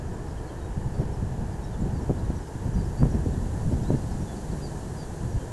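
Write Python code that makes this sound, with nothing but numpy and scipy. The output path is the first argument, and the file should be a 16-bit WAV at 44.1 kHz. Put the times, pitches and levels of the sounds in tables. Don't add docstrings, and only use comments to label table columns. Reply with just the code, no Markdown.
import sys
import numpy as np
from scipy import signal
from scipy.fft import rfft, irfft, next_fast_len
from scipy.io import wavfile
from scipy.ndimage import uniform_filter1d

SR = 44100
rng = np.random.default_rng(int(sys.argv[2]) if len(sys.argv) > 2 else 0)


def unload_audio(sound):
    columns = np.transpose(np.atleast_2d(sound))
    steps = np.round(np.clip(columns, -1, 1) * 32767)
    wavfile.write(sys.argv[1], SR, steps.astype(np.int16))


N = 243431


def from_db(db):
    return 10 ** (np.asarray(db) / 20)


def rms_one(x):
    return x / np.sqrt(np.mean(x ** 2) + 1e-20)


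def in_time(rows):
    return np.interp(np.arange(N) / SR, *np.transpose(rows))


def add(out, start_s, x):
    start = int(np.clip(start_s * SR, 0, N))
    out[start:start + len(x)] += x[:N - start]


def arch(length_s, power):
    return np.abs(np.sin(np.linspace(0, np.pi, max(int(length_s * SR), 3)))) ** power


def drift(rate_hz):
    hz = np.fft.rfftfreq(N, 1 / SR)
    return rms_one(irfft(rfft(rng.standard_normal(N)) / (1 + (hz / rate_hz) ** 2), N))


def noise(spectrum):
    size = next_fast_len(N, True)
    hz = np.maximum(np.fft.rfftfreq(size, 1 / SR), 1)
    points_hz, points_db = np.transpose(spectrum)
    gain = from_db(np.interp(np.log(hz), np.log(points_hz), points_db))
    gain *= np.minimum(hz / points_hz[0], 1) ** 2 * np.minimum(points_hz[-1] / hz, 1) ** 2
    return rms_one(irfft(rfft(rng.standard_normal(size)) * gain, size)[:N])


# frequency in Hz, relative level in dB.
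ROAR_SPECTRUM = [(25, 0), (50, 4.5), (110, 1), (160, -5), (215, -9), (330, -2), (460, -4.5), (570, -9.5),
                 (760, -8.5), (950, -10), (1170, -20), (1420, -20), (1730, -17), (2050, -28.5),
                 (2500, -36.5), (4000, -46)]


def far_roar(level_db=-38.5, sway_db=0.5):
    return from_db(level_db + sway_db * drift(7.6)) * noise(ROAR_SPECTRUM)


# frequency in Hz, relative level in dB.
AIR_SPECTRUM = [(1500, -4), (2400, 0), (3050, 3), (3600, -3.5), (4600, -1.5), (5100, -1), (7000, -5.5),
                (9000, -8), (12000, -8.5)]


def air_hiss(level_db=-60.5):
    return from_db(level_db) * noise(AIR_SPECTRUM)


# frequency in Hz, relative level in dB.
PLANT_SPECTRUM = [(1500, -16), (3500, -7.5), (4500, -4), (5100, -8), (5900, -1.5), (6400, -2), (7050, 1.5),
                  (7600, -1), (8700, -3.5), (10000, -5.5), (12000, -9)]
# time in seconds, relative level in dB.
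PLANT_SWELL = [(0, -60), (1.7, -59), (3.5, -55), (4.6, -53.5), (5.52, -55.5)]


def plant_rustle(gain_db=0.94):
    return from_db(in_time(PLANT_SWELL) + gain_db) * noise(PLANT_SPECTRUM)


def chirp(length_s, middle_hz, glide_oct, droop_oct, waver):
    swell = arch(length_s, power=0.35)
    position = np.linspace(-1, 1, len(swell))
    octaves = glide_oct * position / 2 - droop_oct * position ** 2
    hz = middle_hz * 2 ** octaves * (1 + waver[:len(swell)])
    return np.sqrt(2) * swell * np.sin(2 * np.pi * np.cumsum(hz) / SR)


def farthest_flicks(count, low_hz=3090, high_hz=5730, level_db=-64):
    return [(when * N / SR, low_hz * (high_hz / low_hz) ** pitch, level_db)
            for when, pitch in rng.random((count, 2))]


# start in seconds, length in seconds, middle pitch in Hz,
# glide in octaves, droop of the ends in octaves, relative level in dB.
BIRD_WHISTLES = [(.605, .065, 3820, 0, 0.036, -67), (.93, .06, 4600, 0, .04, -66),
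                 (1.62, 0.069, 3830, 0.06, .01, -65), (1.937, 0.065, 4620, -.11, -.01, -64.5),
                 (2.753, .069, 4800, -.1, .04, -61), (2.968, 0.055, 4660, .07, 0.03, -60),
                 (3.845, 0.066, 3990, 0.13, .09, -61), (4.265, .08, 3440, -.03, -0.012, -62.5),
                 (4.618, .062, 4700, -.16, 0.051, -54), (4.965, 0.081, 4730, -0.15, .01, -59),
                 (5.39, 0.056, 3130, -0.074, 0, -66)]
# start in seconds, middle pitch in Hz, relative level in dB.
BIRD_FLICKS = [(.13, 7400, -61), (.3, 5050, -66), (.49, 3220, -62), (1.128, 5400, -60), (1.518, 4850, -66),
               (1.634, 5500, -58), (1.803, 7250, -59), (2.013, 5550, -61), (2.358, 5900, -58),
               (2.732, 6000, -58), (2.842, 5150, -61), (3.105, 5700, -58), (3.824, 5100, -63),
               (4.108, 5220, -61), (4.212, 5600, -60), (4.362, 4550, -61), (4.507, 4460, -61),
               (5.31, 5800, -61)]


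def far_birds(whistle_waver=0.0091, flick_waver=0.023):
    out, jitter = np.zeros(N), drift(340)
    for start_s, length_s, hz, glide_oct, droop_oct, level_db in BIRD_WHISTLES:
        waver = whistle_waver * np.roll(jitter, -int(start_s * SR))
        add(out, start_s, from_db(level_db) * chirp(length_s, hz, glide_oct, droop_oct, waver))
    for start_s, hz, level_db in BIRD_FLICKS + farthest_flicks(count=18):
        waver = flick_waver * np.roll(jitter, -int(start_s * SR))
        flick = chirp(length_s=0.0243, middle_hz=hz, glide_oct=-0.134, droop_oct=-0.011, waver=waver)
        add(out, start_s, from_db(level_db) * flick)
    return out


def shore_echo(calls, t60_s=0.23, echo_db=-7):
    t = np.arange(SR // 2) / SR
    tail = rng.standard_normal(len(t)) * from_db(-60 * t / t60_s)
    return calls + from_db(echo_db) * signal.fftconvolve(calls, tail / np.linalg.norm(tail))[:N]


# time in seconds, peak in dB, strongest frequency in Hz.
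EDDIES = [(1.004, -16, 176), (1.018, -19.5, 162), (2.096, -14, 205), (2.103, -12.5, 174), (2.111, -12, 159),
          (2.304, -15, 152), (3.031, -14.5, 360), (3.035, -9.5, 80), (3.055, -16.5, 209), (3.146, -21, 155),
          (3.263, -15, 151), (3.905, -8.5, 179), (3.93, -22, 160), (3.949, -14.5, 138)]


def eddy_thumps():
    out, t = np.zeros(N), np.arange(N) / SR
    for time_s, peak_db, hz in EDDIES:
        distance = 2 * np.pi * hz * (t - time_s)
        out -= from_db(peak_db) * (1 - distance ** 2) / (1 + distance ** 2) ** 2
    return out


def turbulence(spectrum, even_s):
    pressure = noise(spectrum)
    span = int(even_s * SR)
    local_power = uniform_filter1d(uniform_filter1d(pressure ** 2, span), span)
    return pressure / np.sqrt(local_power + 1e-9)


# frequency in Hz, relative level in dB.
RUMBLE_SPECTRUM = [(10, -1), (24, -7.5), (50, 0.5), (85, -1.5), (135, -5), (200, -11.5), (300, -26),
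                   (600, -51), (1500, -62)]
FLUTTER_SPECTRUM = [(60, -16), (105, 1), (150, 2.5), (190, -1), (290, -7.5), (430, -14.5), (620, -23),
                    (1200, -41), (2500, -49.5)]
# time in seconds, relative rumble and flutter levels in dB.
BREEZE_LEVELS = [(0, -33.5, -43), (.4, -36.5, -41), (.52, -39.5, -49), (.62, -34.5, -46),
                 (1.25, -29.5, -46.5), (1.66, -33, -43), (1.95, -30, -32), (2.35, -29.5, -40.5),
                 (2.5, -42, -53), (2.82, -26.5, -35), (2.95, -33, -40), (3.12, -26.5, -31.5),
                 (3.6, -29.5, -35.5), (3.85, -27.5, -34.5), (4.3, -37.5, -36), (4.75, -37, -35),
                 (5.2, -36, -45), (5.52, -39, -47)]
# time of the height in seconds, length in seconds,
# relative rumble and flutter levels in dB.
SHORT_GUSTS = [(0.784, 0.043, -25.5, -46), (0.866, 0.043, -27, -48), (1.01, 0.062, -28, -25),
               (1.233, 0.023, -23, -32.5), (1.426, 0.05, -32, -33.5), (1.836, 0.089, -27, -29),
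               (2.105, 0.036, -24, -24.5), (2.306, 0.029, -24, -33), (2.557, 0.035, -28, -51),
               (2.67, 0.062, -24.5, -31), (2.78, 0.075, -24, -29), (3.036, 0.082, -21.5, -24),
               (3.151, 0.024, -40, -21.5), (3.27, .12, -32, -28), (3.677, 0.06, -24, -27),
               (3.752, 0.091, -28, -24), (3.925, 0.088, -38, -23), (4.132, 0.12, -31.5, -52),
               (4.22, 0.045, -28, -30), (4.522, 0.087, -33, -34), (5.263, 0.11, -29.5, -42),
               (5.362, 0.063, -25, -38.5)]


def wind_on_microphone(sway_db=1.0, lump_db=2.5, flutter_gain_db=-1.5):
    breeze = np.array(BREEZE_LEVELS)
    rumble_power = from_db(in_time(breeze[:, [0, 1]])) ** 2
    flutter_power = from_db(in_time(breeze[:, [0, 2]])) ** 2
    for height_s, length_s, rumble_db, flutter_db in SHORT_GUSTS:
        start_s = height_s - length_s / 2
        swell = arch(length_s, power=0.44)
        add(rumble_power, start_s, (from_db(rumble_db) * swell) ** 2)
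        add(flutter_power, start_s, (from_db(flutter_db) * swell) ** 2)
    sway = from_db(sway_db * drift(17))
    rumble = np.sqrt(rumble_power) * sway * turbulence(RUMBLE_SPECTRUM, even_s=0.048)
    lumps = from_db(lump_db * drift(29) + flutter_gain_db)
    flutter = np.sqrt(flutter_power) * lumps * turbulence(FLUTTER_SPECTRUM, even_s=0.027)
    return rumble + flutter


def scene():
    wind = wind_on_microphone() + eddy_thumps()
    background = far_roar() + air_hiss() + plant_rustle()
    birds = from_db(1.5) * shore_echo(far_birds())
    return (wind + background + birds)[None]


def record(dry, cutoff_hz=11850):
    lowpass = signal.firwin(1001, cutoff_hz, fs=SR, window="blackman")
    return signal.fftconvolve(dry, lowpass[None], mode="same")


dry = scene()
out = record(dry)
unload_audio(out)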